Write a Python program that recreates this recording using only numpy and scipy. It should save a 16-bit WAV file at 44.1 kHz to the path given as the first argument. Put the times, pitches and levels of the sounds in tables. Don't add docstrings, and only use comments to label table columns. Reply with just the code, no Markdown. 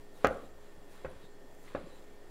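import sys
import numpy as np
from scipy import signal
from scipy.fft import rfft, irfft
from scipy.io import wavfile
from scipy.ndimage import uniform_filter1d

SR = 44100
rng = np.random.default_rng(int(sys.argv[2]) if len(sys.argv) > 2 else 0)


def wrap_up_sound(samples):
    columns = np.atleast_2d(samples).T
    tamed = np.clip(columns, -1, 1)
    steps = np.round(tamed * 32767).astype(np.int16)
    wavfile.write(sys.argv[1], SR, steps)


def natural_amplitude(level_db):
    exponent = np.asarray(level_db, float) / 20
    return 10 ** exponent


N = 101429


def evened(x):
    return x / np.sqrt(np.mean(x ** 2) + 1e-20)


def read(points, hz):
    f, value = np.transpose(points)
    return np.interp(np.log(hz + 1), np.log(f + 1), value)


def add(mix, s, sound):
    part = mix[round(s * SR):][:len(sound)]
    part += sound[:len(part)]


def coloured(x, points):
    gain = natural_amplitude(read(points, np.fft.rfftfreq(len(x), 1 / SR)))
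    return evened(irfft(rfft(x) * gain, len(x)))


def band(x, hz, width_hz):
    turn = np.exp(2j * np.pi * hz * np.arange(len(x)) / SR)
    r = np.exp(-np.pi * width_hz / SR)
    return evened((turn * signal.lfilter([1], [1, -2 * r, r * r], x / turn)).real)


def ring(hz, db, t60, t):
    return natural_amplitude(db - 60 * t / t60) * np.sin(2 * np.pi * hz * t)


# f/Hz, density/dB per Hz
AIR = [(25, -8.5), (60, 3.5), (120, -11.5), (300, 0.5), (600, -1.5), (1200, -12.5), (2000, -17.5),
       (3500, -22), (16000, -34)]


def room_air():
    hz, _, z = signal.stft(rng.standard_normal(N), SR, nperseg=1024, noverlap=768)
    patches_db = uniform_filter1d(rng.standard_normal(z.shape), size=10, axis=0)
    patches_db = evened(uniform_filter1d(patches_db, size=12, axis=1))
    z = z * natural_amplitude(read(AIR, hz)[:, None] + patches_db)
    return natural_amplitude(-59) * evened(signal.istft(z, SR, nperseg=1024, noverlap=768)[1][:N])


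# f/Hz, level/dB rms, blurred share/0-1, blur width/Hz
FAN = [(57.5, -72, 1, 15), (119.6, -73, 0.4, 30), (181, -71, 0, 4.9), (280, -69.5, 0.55, 60),
       (353.2, -73, 0.9, 44), (412.8, -64.5, 0, 30), (513.5, -75, 0.22, 25), (847, -80, 0.4, 14),
       (1815, -74.5, 0, 25), (1858, -76.5, 0.97, 370), (3346, -81, 0.18, 106), (4280, -86.5, 0.6, 30),
       (4830, -87, 0.1, 17), (7370, -81.5, 0.83, 53)]


def fan():
    t = np.arange(N) / SR
    sway_hz, sway_db, sway_phase_rad = 11.5, -46, -.1
    out = natural_amplitude(sway_db) * np.cos(2 * np.pi * sway_hz * t + sway_phase_rad)
    for hz, db, blur, width_hz in FAN:
        steady = np.sqrt(2 - 2 * blur) * np.sin(2 * np.pi * hz * t)
        wavering = np.sqrt(blur) * band(rng.standard_normal(N + SR), hz, width_hz)[SR:]
        out += natural_amplitude(db) * (steady + wavering)
    return out


# t/s, squelch level/dB, fizz level/dB
PRESS = [(0, -72, -76), (.1, -86, -77.5), (.18, -68.5, -68), (.24, -58.5, -78), (.45, -67, -73.5),
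         (0.521, -92, -78), (0.632, -68.5, -77), (.87, -82, -78), (.925, -64.5, -69), (1.03, -64.5, -81),
         (1.1, -66.5, -83), (1.25, -66.5, -75), (1.3, -102, -81), (1.6, -85, -72.5), (1.655, -62, -71),
         (1.8, -62, -88), (1.95, -66.5, -74.5), (2.1, -74, -79)]
# f/Hz, density/dB per Hz
MASH = [(300, -15), (1000, 12), (2500, 5), (4000, 3), (6000, -13), (10000, -10), (16000, -36)]
# f/Hz, density/dB per Hz
FIZZ = [(3000, -20), (6000, 5.5), (10000, 2), (13500, 2), (16000, -1)]


def mash():
    grains_per_s, spread_db, grain_db = 1500, 3.5, -2
    size = natural_amplitude(spread_db * np.minimum(rng.exponential(1, N), 5))
    clicks = size * (rng.random(N) < grains_per_s / SR) * rng.choice([-1, 1], N)
    grain = rng.standard_normal(N) + natural_amplitude(grain_db) * evened(clicks)
    t = np.arange(N) / SR
    s, squelch_db, fizz_db = np.transpose(PRESS)
    squelch = coloured(grain, MASH) * natural_amplitude(np.interp(t, s, squelch_db))
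    fizz = coloured(grain, FIZZ) * natural_amplitude(np.interp(t, s, fizz_db))
    return squelch + fizz


# start t/s, length/s, level/dB, f/Hz, width/Hz
WHISTLES = [(0.138, 0.061, -75, 3800, 300), (0.283, 0.075, -78, 9940, 200), (.42, 0.07, -76.5, 3860, 400),
            (1.087, 0.048, -77, 9900, 200), (1.17, .02, -75, 3820, 300), (1.21, 0.079, -72, 3800, 400),
            (1.65, .04, -86, 12800, 600), (1.757, .008, -66, 3780, 500), (1.772, 0.0073, -69, 4000, 500),
            (1.876, 0.13, -73.5, 3920, 250)]


def whistles():
    out = np.zeros(N)
    for s, length_s, db, hz, width_hz in WHISTLES:
        n = int(length_s * SR)
        swell = np.sin(np.pi * np.arange(n) / n)
        puff = band(rng.standard_normal(SR // 5), hz, 1.15 * width_hz)[-n:]
        add(out, s, natural_amplitude(db + 4) * swell * puff)
    return out


# t/s, level/dB, f/Hz
TICKS = [(.923, -51, 10500), (1.115, -52, 9500), (1.55, -50.5, 9050), (1.632, -49, 12000),
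         (1.728, -64, 12500)]


def ticks():
    out, t = np.zeros(N), np.arange(200) / SR
    for s, db, hz in TICKS:
        add(out, s, ring(hz, db, 0.0014, t))
    return out


# t/s, level/dB, f/Hz, t60/s
THUMPS = [(.225, -49, 422, 0.11), (.31, -28, 527, 0.03), (.328, -35, 477, 0.025), (.44, -41, 211, 0.034),
          (.78, -52, 170, 0.076), (1.045, -44.5, 134.6, 0.19), (1.051, -40, 58.7, 0.17),
          (1.115, -56, 554, 0.052), (1.158, -46.5, 70, .1), (1.75, -32, 280, 0.038),
          (1.049, -57, 2600, 0.042), (1.751, -51.5, 2675, 0.032), (1.128, -51, 169, .05),
          (1.151, -54, 120, 0.087), (1.145, -49.5, 410, 0.091), (1.24, -39, 185, 0.03),
          (1.335, -62, 403, 0.031), (1.679, -47.5, 2050, .03), (1.775, -34.5, 584, 0.031),
          (1.815, -63, 570, .06), (1.84, -39, 179, 0.038), (1.885, -53, 121, 0.087),
          (1.87, -39.5, 323, 0.034), (1.925, -53, 518, 0.13)]


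def thumps():
    out, t = np.zeros(N), np.arange(SR // 5) / SR
    for s, db, hz, t60 in THUMPS:
        soft_start = np.minimum(t * hz / 0.5, 1)
        add(out, s, soft_start * (ring(hz, db, t60, t) + ring(1.45 * hz, db - 13, t60, t)))
    return out


# f/Hz, level/dB, t60/s
POT = [(141, -23, 0.14), (294.5, -13, 0.12), (435, -11.5, 0.021), (542.6, 5, 0.045), (675, -9, 0.039),
       (691, -3, 0.046), (820, -6.5, 0.07), (1144, 1, 0.026), (1415, -15.5, 0.11), (1638, 0.5, 0.053),
       (2024, -11, 0.044), (2260, -10.5, 0.044), (2900, -18, 0.049), (4430, -14, 0.12)]
# f/Hz, level/dB, t60/s
HOB = [(62.7, -28.5, 0.93), (66, -28, 0.7)]
# f/Hz, density/dB per Hz
CRACK = [(100, -29.5), (380, -5.5), (750, -1), (980, -9), (1250, 1.5), (2000, -0.5), (3000, -7),
         (4500, -40), (15000, -56)]
# f/Hz, density/dB per Hz
CRACKLE = [(1000, -16), (2700, -2), (4600, -13), (6500, -14), (10000, -38), (14000, -43)]


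def knock(contact_ms, level_db, first_touch_db, crackle_db):
    t = np.arange(SR) / SR
    touch_s, bounce_s, bounce_db = 0.002, .0047, -15

    def push(at_s):
        since = np.maximum(t - at_s, 0)
        return since / contact_ms * np.exp(-since * 4000 / contact_ms)

    force = natural_amplitude(first_touch_db) * push(0) + push(touch_s) + natural_amplitude(bounce_db) * push(touch_s + bounce_s)
    body = sum(ring(hz, db, t60, t) * (-1) ** k for k, (hz, db, t60) in enumerate(POT))
    body += sum(ring(hz, db, t60, t) for hz, db, t60 in HOB)
    crack_db, crack_t60 = 0, 0.13
    body += coloured(rng.standard_normal(SR), CRACK) * natural_amplitude(crack_db - 60 * t / crack_t60)
    blow = natural_amplitude(level_db) * signal.fftconvolve(force / push(0).sum(), body)[:SR]

    after_s, crackle_t60, rise_s = t - touch_s, 0.047, 0.00043
    crackle = coloured(rng.standard_normal(SR), CRACKLE) * natural_amplitude(crackle_db - 60 * after_s / crackle_t60)
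    return touch_s, blow + crackle * np.clip(after_s / rise_s, 0, 1)


# blow t/s, level/dB, contact/ms, first touch/dB, crackle/dB
KNOCKS = [
    (0.2453, -16.5, 0.51, -31, -33),
    (1.0473, -30.5, 0.83, -11, -63),
    (1.749, -28, 0.78, -41, -56),
]


def knocks():
    close, thrown = np.zeros(N), np.zeros(N)
    thrown_t60 = .035
    fade = natural_amplitude(-60 * np.arange(SR) / SR / thrown_t60)
    for s, level_db, contact_ms, first_touch_db, crackle_db in KNOCKS:
        touch_s, sound = knock(contact_ms, level_db, first_touch_db, crackle_db)
        add(close, s - touch_s, sound)
        add(thrown, s - touch_s, sound * fade)
    return close, thrown


# f/Hz, t60/s
ROOM = [(100, 0.41), (500, 0.52), (2000, 0.39), (5000, 0.2), (12000, 0.48)]


def room(x):
    t = np.arange(SR) / SR
    taps = rng.standard_normal(SR) * np.clip(t / .006 - .5, 0, 1)
    hz, t, z = signal.stft(taps, SR, nperseg=256)
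    tail = signal.istft(z * natural_amplitude(-60 * t / read(ROOM, hz)[:, None]), SR, nperseg=256)[1]
    return signal.fftconvolve(x, tail / np.linalg.norm(tail))[:N]


def scene():
    background = room_air() + fan()
    wet = mash() + whistles() + ticks()
    thump = thumps()
    knocked, thrown = knocks()
    thump_echo_db, room_db, low_hz = -10.5, -1.5, 35.6
    echo = natural_amplitude(room_db) * room(thrown + natural_amplitude(thump_echo_db) * thump)
    high_pass = signal.butter(2, low_hz, "high", fs=SR, output="sos")
    pot = signal.sosfilt(high_pass, thump + knocked + echo)
    return (pot + wet + background)[None]


def top_cut(x):
    return signal.sosfilt(signal.butter(12, 16290, fs=SR, output="sos"), x)


def record(dry):
    skip_s, skip_db, skip_ms, edge_hz = .2712, -25, .25, 15800
    t = np.arange(N) / SR - skip_s
    jump = natural_amplitude(skip_db) * np.sign(t) * np.exp(-abs(t) * 1000 / skip_ms)
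    low_pass = signal.firwin(511, edge_hz, window=("kaiser", 9), fs=SR)
    mix = signal.oaconvolve(dry + jump, low_pass[None], "same")
    return top_cut(mix)


dry = scene()
out = record(dry)
wrap_up_sound(out)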